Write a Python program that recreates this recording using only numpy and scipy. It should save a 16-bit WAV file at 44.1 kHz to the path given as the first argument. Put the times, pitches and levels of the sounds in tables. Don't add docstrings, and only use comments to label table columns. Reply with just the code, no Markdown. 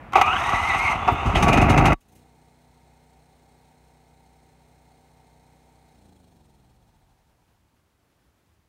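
import sys
import numpy as np
from scipy import signal
from scipy.fft import rfft, irfft
from scipy.io import wavfile

SR = 44100
rng = np.random.default_rng(int(sys.argv[2]) if len(sys.argv) > 2 else 0)


def unload_wav(signal):
    wavfile.write(
        sys.argv[1],
        SR,
        np.round(np.clip(np.atleast_2d(signal).T, -1, 1) * 32767).astype(np.int16),
    )


N = 382788
TIME = np.arange(N) / SR


def gain_of(db):
    return 10 ** (np.asarray(db) / 20)


def evened(x):
    return x / np.sqrt(np.mean(x ** 2) + 1e-20)


def curves(rows):
    s, *columns = np.transpose(rows)
    return [np.interp(TIME, s, column) for column in columns]


def rise(start_s, length_s):
    return np.clip((TIME - start_s) / length_s, 0, 1)


def fall(start_s, decay_s):
    return np.exp(-np.maximum(TIME - start_s, 0) / decay_s)


def louder_with(speed, db, db_per_octave):
    return gain_of(db + db_per_octave * np.log2(speed / speed.max() + 1e-9))


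def wander(hz):
    spectrum = rfft(rng.standard_normal(N))
    return evened(irfft(spectrum * np.exp(-(np.fft.rfftfreq(N, 1 / SR) / hz) ** 2), N))


def response(tone, modes=(), tilt_db=0, size=8192):
    hz = np.fft.rfftfreq(size, 1 / SR) + 1
    f, db = np.transpose(tone)
    db = np.interp(np.log(hz), np.log(f), db) + tilt_db * np.log2(hz / f[0])
    for centre, width, lift_db in modes:
        db = db + lift_db / (1 + (2 * (hz - centre) / width) ** 2)
    cepstrum = irfft(np.log(gain_of(db)))
    cepstrum[1:size // 2] *= 2
    cepstrum[size // 2 + 1:] = 0
    return irfft(np.exp(rfft(cepstrum)))[:size // 2]


def noise(swing_db, tone, modes=()):
    source = rng.standard_normal(N) * gain_of(swing_db)
    return evened(signal.oaconvolve(source, response(tone, modes))[:N])


def blows(rows, tone, modes, rise_s, push):
    out, t = np.zeros(N), np.arange(SR // 5) / SR
    for s, peak_db, tilt_db, decay_s in rows:
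        envelope = (1 - np.exp(-t / rise_s)) * np.exp(-t / decay_s)
        spray = rng.standard_normal(len(t)) * envelope
        spray[0] += push * np.linalg.norm(spray)
        ring = signal.fftconvolve(spray, response(tone, modes, tilt_db))
        part = out[round(s * SR):][:len(ring)]
        part += (gain_of(peak_db) * ring / abs(ring).max())[:len(part)]
    return out


def drone(turn, orders, scatter):
    total = 0
    for k, db in orders:
        phase = min(k * scatter, np.pi) * rng.standard_normal()
        total = total + gain_of(db) * np.cos(2 * np.pi * round(k) * turn + phase)
    return evened(total)


PINION_TEETH = 9


def whine(hz, jitter, bite_db, overtone=0, runout=0):
    uneven = wander(400) + 0.22 * wander(50)
    angle = 2 * np.pi * np.cumsum(hz * (1 + jitter * uneven)) / SR
    angle = angle + runout * np.sin(angle / PINION_TEETH)
    wave = np.sin(angle) + overtone * np.sin(2 * angle) + 0.28 * overtone ** 2 * np.sin(3 * angle)
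    return np.sqrt(2) * evened(gain_of(bite_db * wander(97))) * wave


# [f/Hz, level/dB]
AIR = [(18, -33), (30, -4), (113, -0.5), (328, -10), (364, -15), (698, -9), (2310, -20), (4900, -46),
       (15000, -54.5)]
QUIET = [(18, -33.5), (30, -4.5), (81, 6.5), (205, -2), (247, -1.5), (274, -2), (538, -8), (680, -7),
         (1140, -10), (4310, -20), (15000, -26.5)]
AIR_DB, QUIET_DB = -42.5, -67.5


def start_air():
    return gain_of(AIR_DB) * noise(0, AIR)


def quiet_air():
    return gain_of(QUIET_DB) * noise(.7 * wander(12), QUIET)


# [t/s, peak level/dB, brightness/(dB per octave), decay/s]
BUMPS = [(1.118, -15, 1, 0.011), (1.255, -13, -2, 0.024), (7.48, -60, -3, .027), (7.615, -61, -5, .015),
         (8.235, -58.5, -4.5, .03), (8.49, -58.5, -8.5, .03), (8.575, -58.5, -3.5, 0.047)]
# [f/Hz, level/dB]
RUMBLE_TONE = [(27, -38.5), (46, 0), (80, 9.5), (150, -3), (300, -7.5), (500, -22), (1500, -59)]


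def soft_bumps():
    return blows(BUMPS, RUMBLE_TONE, (), rise_s=0.0074, push=0)


# [t/s, peak level/dB, brightness/(dB per octave), decay/s]
CLACKS = [(.123, -29, 4.5, 0.0028), (.1335, -13, 3, 0.0025), (.156, -3, 0.5, 0.0039), (.161, -5, 1, 0.031),
          (.177, -16, -1.5, 0.0053), (.2135, -1, 3, 0.0052), (.261, -15, 2.5, 0.01),
          (.5315, -8.5, 0.5, 0.0064), (.746, -14, 2.5, 0.0058), (1.077, -9.5, 1, 0.0046),
          (1.084, -2.5, -1.5, 0.007), (1.098, -16, 0.5, 0.028)]
# [f/Hz, level/dB]
CLACK_TONE = [(100, -35), (350, -7), (520, -13), (750, 1), (1050, -1.5), (1300, -5.5), (1650, -15),
              (2700, -16.5), (3600, -26.5), (6000, -37), (15000, -51)]
# [f/Hz, width/Hz, lift/dB]
FRAME = [(126, 88, 2), (232, 10, 6), (366.5, 51, 3), (758, 190, 10.5), (941, 35, 5.5), (1137, 28, 8.5),
         (1293, 270, 8), (1990, 100, 7), (2150, 110, 7), (2576, 370, 8.5), (2845, 72, 7), (3760, 53, 10),
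         (6290, 760, 8.5)]
CHASSIS = [(247, 8.8, 7.5), (378, 12, 8.1), (431.1, 16, 7.4)]


def metal_clacks():
    return blows(CLACKS, CLACK_TONE, FRAME + CHASSIS, rise_s=0.0019, push=0.44)


# [start t/s, length/s, first f/Hz, last f/Hz, level/dB, pitch jitter 0-1]
WHISTLES = [(1.0, .29, 3430, 3606, -46, 0), (1.349, .035, 2936, 3080, -25.5, .06),
            (1.48, .19, 2350, 2650, -27.5, 0.023)]
WHISTLE_SKEW, WHISTLE_ROUNDNESS = 0.51, .6


def pinion_whistles():
    out = np.zeros(N)
    for start_s, length_s, first_hz, last_hz, db, jitter in WHISTLES:
        along = rise(start_s, length_s)
        swell = abs(np.sin(np.pi * along ** WHISTLE_SKEW)) ** WHISTLE_ROUNDNESS
        glide_hz = first_hz + (last_hz - first_hz) * along
        out += gain_of(db) * swell * whine(glide_hz, jitter, bite_db=2.5)
    return out


# [t/s, gear mesh f/Hz]
MESH = [(0.14, 1091), (0.186, 1183), (0.198, 1087), (0.294, 1284), (0.422, 1852), (0.688, 2093),
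        (0.716, 1944), (0.842, 2213), (0.96, 2063)]
# [f/Hz, level/dB]
GEAR_TONE = [(150, -28.5), (500, -23.5), (700, -8.5), (1000, -1.5), (1400, -8), (1700, -16), (2300, -12.5),
             (3000, -14.5), (4600, -36.5), (7500, -37), (10000, -42.5), (15000, -55)]
BRUSH_TONE = [(1500, -27.5), (3500, -3.5), (4600, -2.5), (7500, -6), (10000, -8.5), (15000, -20.5)]
# [f/Hz, width/Hz, lift/dB]
HOUSING = [(5370, 400, 5), (6220, 800, 13.5), (8440, 170, 14.5), (9043, 270, 6.5), (11400, 600, 7)]
STARTER_ON_S, STARTER_RISE_S = .125, 0.042
STARTER_OFF_S, STARTER_FALL_S, GEARS_FREE_S = 0.922, 0.033, 1.37
WHINE_DB, WHINE_DB_PER_OCTAVE = -18.5, 8
OVERTONE_DB, OVERTONE_DB_PER_OCTAVE = -0.5, -4.5
GEARS_DB, GEARS_DB_PER_OCTAVE = -25, 3
BRUSH_DB, BRUSH_DB_PER_OCTAVE = -44.5, 10
LOOSE_GEARS_DB = -28
SURGE_DB = 1.5
RUNOUT_RAD = 0.47
TOP_JITTER = .036


def starter(turn):
    mesh_hz = curves(MESH)[0]
    on = rise(STARTER_ON_S, STARTER_RISE_S)
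    power = on * fall(STARTER_OFF_S, STARTER_FALL_S)
    spinning = on * fall(GEARS_FREE_S, STARTER_FALL_S)
    overtone = louder_with(mesh_hz, OVERTONE_DB, OVERTONE_DB_PER_OCTAVE)
    jitter = TOP_JITTER * mesh_hz / mesh_hz.max()
    teeth = whine(mesh_hz, jitter, 4, overtone, RUNOUT_RAD)
    strength = louder_with(mesh_hz, WHINE_DB + SURGE_DB * wander(23), WHINE_DB_PER_OCTAVE)
    tones = signal.oaconvolve(power * strength * teeth, response(GEAR_TONE, FRAME))[:N]
    cycle_swell_db = .6 * np.cos(2 * np.pi * (turn - .8))
    rattle = noise(1.6 * wander(250) + cycle_swell_db, GEAR_TONE, FRAME)
    driven_gain = louder_with(mesh_hz, GEARS_DB, GEARS_DB_PER_OCTAVE) * power
    rattle_gain = np.hypot(driven_gain, gain_of(LOOSE_GEARS_DB) * spinning)
    brushes = power * noise(2 * wander(60), BRUSH_TONE, HOUSING)
    brush_gain = louder_with(mesh_hz, BRUSH_DB, BRUSH_DB_PER_OCTAVE)
    return tones + rattle_gain * rattle + brush_gain * brushes


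# [t/s, four-stroke cycle rate f/Hz]
SPEED = [(.13, 0), (.3, 6.702), (.7, 4.054), (1.33, 8.134), (1.55, 23.881), (2.05, 26.599), (2.17, 30.859)]
IGNITION_OFF_S, FRICTION_PER_S, DRAG_S = 5.926, 11.25, 4.571


def crank_speed():
    friction = FRICTION_PER_S * DRAG_S
    return np.maximum((curves(SPEED)[0] + friction) * fall(IGNITION_OFF_S, DRAG_S) - friction, 0)


# [multiple of the cycle rate, level/dB]
HUM = [(2, -65), (3, -77.5), (4, -71.5), (5, -66.5), (6, -77), (8, -70), (10, -81.5), (12, -79.5),
       (13, -83), (14, -78), (15, -75.5), (18, -79.5), (19, -85.5), (22, -79.5), (23, -79.5), (25, -72),
       (26, -90), (27, -79.5), (29, -95), (30, -74.5), (31, -88)]
INTAKE = [(2, -8), (3, -0.5), (4, -4), (5, -14.5), (6, -6), (7, -1.5), (8, -10), (9, -12.5), (10, -5),
          (11, -11), (12, -15.5), (13, -12.5), (14, -13.5), (16, -12), (18, -14), (22, -15)]
# [f/Hz, level/dB]
HISS_TONE = [(25, -23.5), (55, 7.5), (100, 2), (330, -1), (600, -2), (760, 4.5), (930, -1.5), (1050, -15.5),
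             (2400, -15.5), (2800, -18.5), (4100, -13.5), (4800, -21.5), (9000, -16), (10400, -29.5),
             (15000, -24.5)]
TICK_TONE = [(1500, -31), (3000, -7), (3330, 2), (3700, -13.5), (9000, -20.5), (15000, -28)]
CASE_TONE = [(300, -33), (700, -4.5), (950, -0.5), (1150, -25.5), (4000, -45)]
# [f/Hz, width/Hz, lift/dB]
SHROUD = [(2460, 120, 4), (3870, 83, 5), (4120, 110, 6.2), (4400, 110, 7), (5330, 280, 6.1),
          (6350, 260, 5.8), (8300, 360, 3), (9580, 270, 7.5)]
CASE = [(765, 45, 8.3), (890, 58, 7)]
FAINT_S, FAINT_RISE_S = 1.93, 0.25
THROTTLE_CLOSES_S, THROTTLE_CLOSE_S, THROTTLE_OPENS_S, THROTTLE_OPEN_S = 2.16, 0.08, 5.896, 0.18
HUM_DB, HUM_FROM_S, HUM_RISE_S, HUM_FALL_S = -59.5, 1.98, 0.23, .12
BUZZ_DB = -16
HISS_DB, HISS_DB_PER_OCTAVE, HISS_THROTTLE_DB = -64, 9, 1.3
THROB_DB, THROB_THROTTLE_DB = 1.56, 2.5
INTAKE_DB, INTAKE_DB_PER_OCTAVE = -55, 7
CASE_DB, CASE_DB_PER_OCTAVE = -71, 3.5
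TICK_DB, TICK_DB_PER_OCTAVE, TICKS_END_S, TICKS_FADE_S = -85.5, 1.5, 7.12, .1
ALTERNATOR_ORDER, ALTERNATOR_DB = 68.4, -82


def faint_engine(turn, speed):
    heard = rise(FAINT_S, FAINT_RISE_S)
    closing = fall(THROTTLE_CLOSES_S, THROTTLE_CLOSE_S) * heard ** 2
    throttle = closing + rise(THROTTLE_OPENS_S, THROTTLE_OPEN_S)
    shaft = turn + 0.0014 * wander(25)
    hum = drone(shaft - .69, HUM, scatter=0.1)
    buzz_orders = [(k, 4 * rng.standard_normal()) for k in range(33, 83)]
    buzz = drone(shaft, buzz_orders, scatter=.1)
    alternator = gain_of(ALTERNATOR_DB) * whine(ALTERNATOR_ORDER * speed, .002, bite_db=3)
    firing = rise(HUM_FROM_S, HUM_RISE_S) * fall(IGNITION_OFF_S, HUM_FALL_S)
    running = firing * (gain_of(HUM_DB) * (hum + gain_of(BUZZ_DB) * buzz) + alternator)

    throb_db = (THROB_DB + THROB_THROTTLE_DB * throttle) * np.cos(2 * np.pi * (turn - .94))
    hiss = noise(throb_db + 1.0 * wander(150), HISS_TONE, SHROUD)
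    hiss_gain = louder_with(speed, HISS_DB + HISS_THROTTLE_DB * throttle, HISS_DB_PER_OCTAVE)
    case = noise(throb_db, CASE_TONE, CASE)
    case_gain = louder_with(speed, CASE_DB, CASE_DB_PER_OCTAVE)
    intake = -drone(shaft, INTAKE, scatter=.13) * gain_of(1.2 * wander(30))
    intake_gain = louder_with(speed, INTAKE_DB, INTAKE_DB_PER_OCTAVE)
    ticks = noise(26 * np.cos(2 * np.pi * (turn - .99)), TICK_TONE, [(3330, 160, 12)])
    tick_gain = fall(TICKS_END_S, TICKS_FADE_S) * louder_with(speed, TICK_DB, TICK_DB_PER_OCTAVE)
    return (running + heard * (hiss_gain * hiss + case_gain * case)
            + throttle * (intake_gain * intake + tick_gain * ticks))


# [t/s, peak level/dB, brightness/(dB per octave), decay/s]
POPS = [(1.256, -20.5, -1, 0.057), (1.351, -9, -1.5, 0.039), (1.424, -9.5, 1, 0.016), (1.48, -7, -1, 0.014),
        (1.528, -10.5, 0.5, 0.014), (1.572, -8, -1.5, 0.01), (1.613, -12, .5, 0.014),
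        (1.695, -14, 1.5, 0.018), (1.775, -5.5, -1, 0.012), (1.854, -7, -.5, 0.015),
        (1.93, -21.5, 2.5, 0.0015), (2.005, -54, 9, 0.017), (2.082, -54.5, 12, 0.015),
        (2.117, -55, 12, 0.025), (2.151, -51, 12, 0.025)]
# [f/Hz, level/dB]
POP_TONE = [(60, -4.5), (300, 0.5), (520, -4), (800, 0.5), (1300, -6), (1700, -7.5), (2700, -6.5),
            (3600, -14.5), (5000, -19), (9000, -22.5), (15000, -36)]


def firing_pops():
    return blows(POPS, POP_TONE, FRAME, rise_s=0.0029, push=0.054)


STROKES = [(0.659, 0.93), (.89, 0.059), (0.971, -1.1), (1.25, -.25)]


def strokes(turn, tone, modes, uneven_db):
    kicks = np.zeros(N)
    for place, push in STROKES:
        kicks += push * np.diff(np.floor(turn - place), prepend=np.floor(-place))
    kicks *= gain_of(uneven_db * rng.standard_normal(N))
    ring = response(tone, modes)
    return signal.oaconvolve(kicks, ring / abs(ring).max())[:N]


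# [f/Hz, level/dB]
STROKE_TONE = [(27, -33), (43, 7.5), (90, 1), (150, -1), (280, -7), (500, -25), (1000, -44.5),
               (3000, -69.5)]
CLATTER_TONE = [(200, -5.5), (400, 0), (520, -4), (720, 0.5), (1000, -5), (1400, -7), (1700, -10.5),
                (2500, -11), (3500, -27.5), (7000, -39), (15000, -50)]
# [multiple of the cycle rate, level/dB]
GROWL = [(2, -5.5), (3, -12), (4, -14), (5, -2.5), (6, -2), (7, -13), (8, -13.5), (9, -2.5), (10, -8),
         (12, -7.5), (13, -11), (15, -16), (16, -16.5)]
PUMP_S, PUMP_RISE_S, CATCH_S, CATCH_RISE_S = 0.1, 0.27, 1.2, .17
STROKE_CRANKING_DB, STROKE_FIRING_DB = -24.5, -10.5
RUMBLE_CRANKING_DB, RUMBLE_FIRING_DB = -36.5, -22
ROCKING_DB = 4
CLATTER_DB, CLATTER_DB_PER_OCTAVE = -15.5, 7.5
GROWL_DB, GROWL_DB_PER_OCTAVE = -17.5, 5


def run_up(turn, speed):
    pumping, firing = rise(PUMP_S, PUMP_RISE_S), rise(CATCH_S, CATCH_RISE_S)
    pulses = strokes(turn, STROKE_TONE, FRAME, uneven_db=3.0)
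    pulse_gain = np.hypot(gain_of(STROKE_CRANKING_DB) * pumping ** 2, gain_of(STROKE_FIRING_DB) * firing)
    rocking = noise(ROCKING_DB * np.cos(6 * np.pi * (turn - .06)), RUMBLE_TONE, FRAME)
    rocking_gain = gain_of(RUMBLE_CRANKING_DB) * rise(STARTER_ON_S, STARTER_RISE_S)
    rumble = noise(4 * np.cos(2 * np.pi * (turn - .85)), RUMBLE_TONE, FRAME)
    growl = -drone(turn, GROWL, scatter=0.19)
    growl_gain = louder_with(speed, GROWL_DB, GROWL_DB_PER_OCTAVE)
    clatter = noise(2.6 * np.cos(4 * np.pi * (turn - .9)) + 2 * wander(200), CLATTER_TONE, FRAME)
    clatter_gain = louder_with(speed, CLATTER_DB, CLATTER_DB_PER_OCTAVE)
    return (pulse_gain * pulses + rocking_gain * rocking
            + firing * (gain_of(RUMBLE_FIRING_DB) * rumble + growl_gain * growl)
            + clatter_gain * clatter)


# [t/s, level/dB]
DROP = [(1.936, -1), (1.95, -40), (1.975, -62), (2.02, -75)]


def scene():
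    speed = crank_speed()
    turn = np.cumsum(speed) / SR
    loud = start_air() + pinion_whistles() + starter(turn) + run_up(turn, speed)
    impacts = soft_bumps() + metal_clacks() + firing_pops()
    mix = loud * gain_of(curves(DROP)[0]) + impacts + faint_engine(turn, speed) + quiet_air()
    return mix[None]


EDGE_HZ = 15800


def record(dry):
    lean = signal.sosfilt(signal.butter(4, 33, "highpass", fs=SR, output="sos"), dry)
    rounded = lean / (1 + (lean / .95) ** 6) ** (1 / 6)
    lowpass = signal.firwin(511, EDGE_HZ, window=("kaiser", 9), fs=SR)
    return signal.oaconvolve(rounded, lowpass[None], "same")


dry = scene()
out = record(dry)
unload_wav(out)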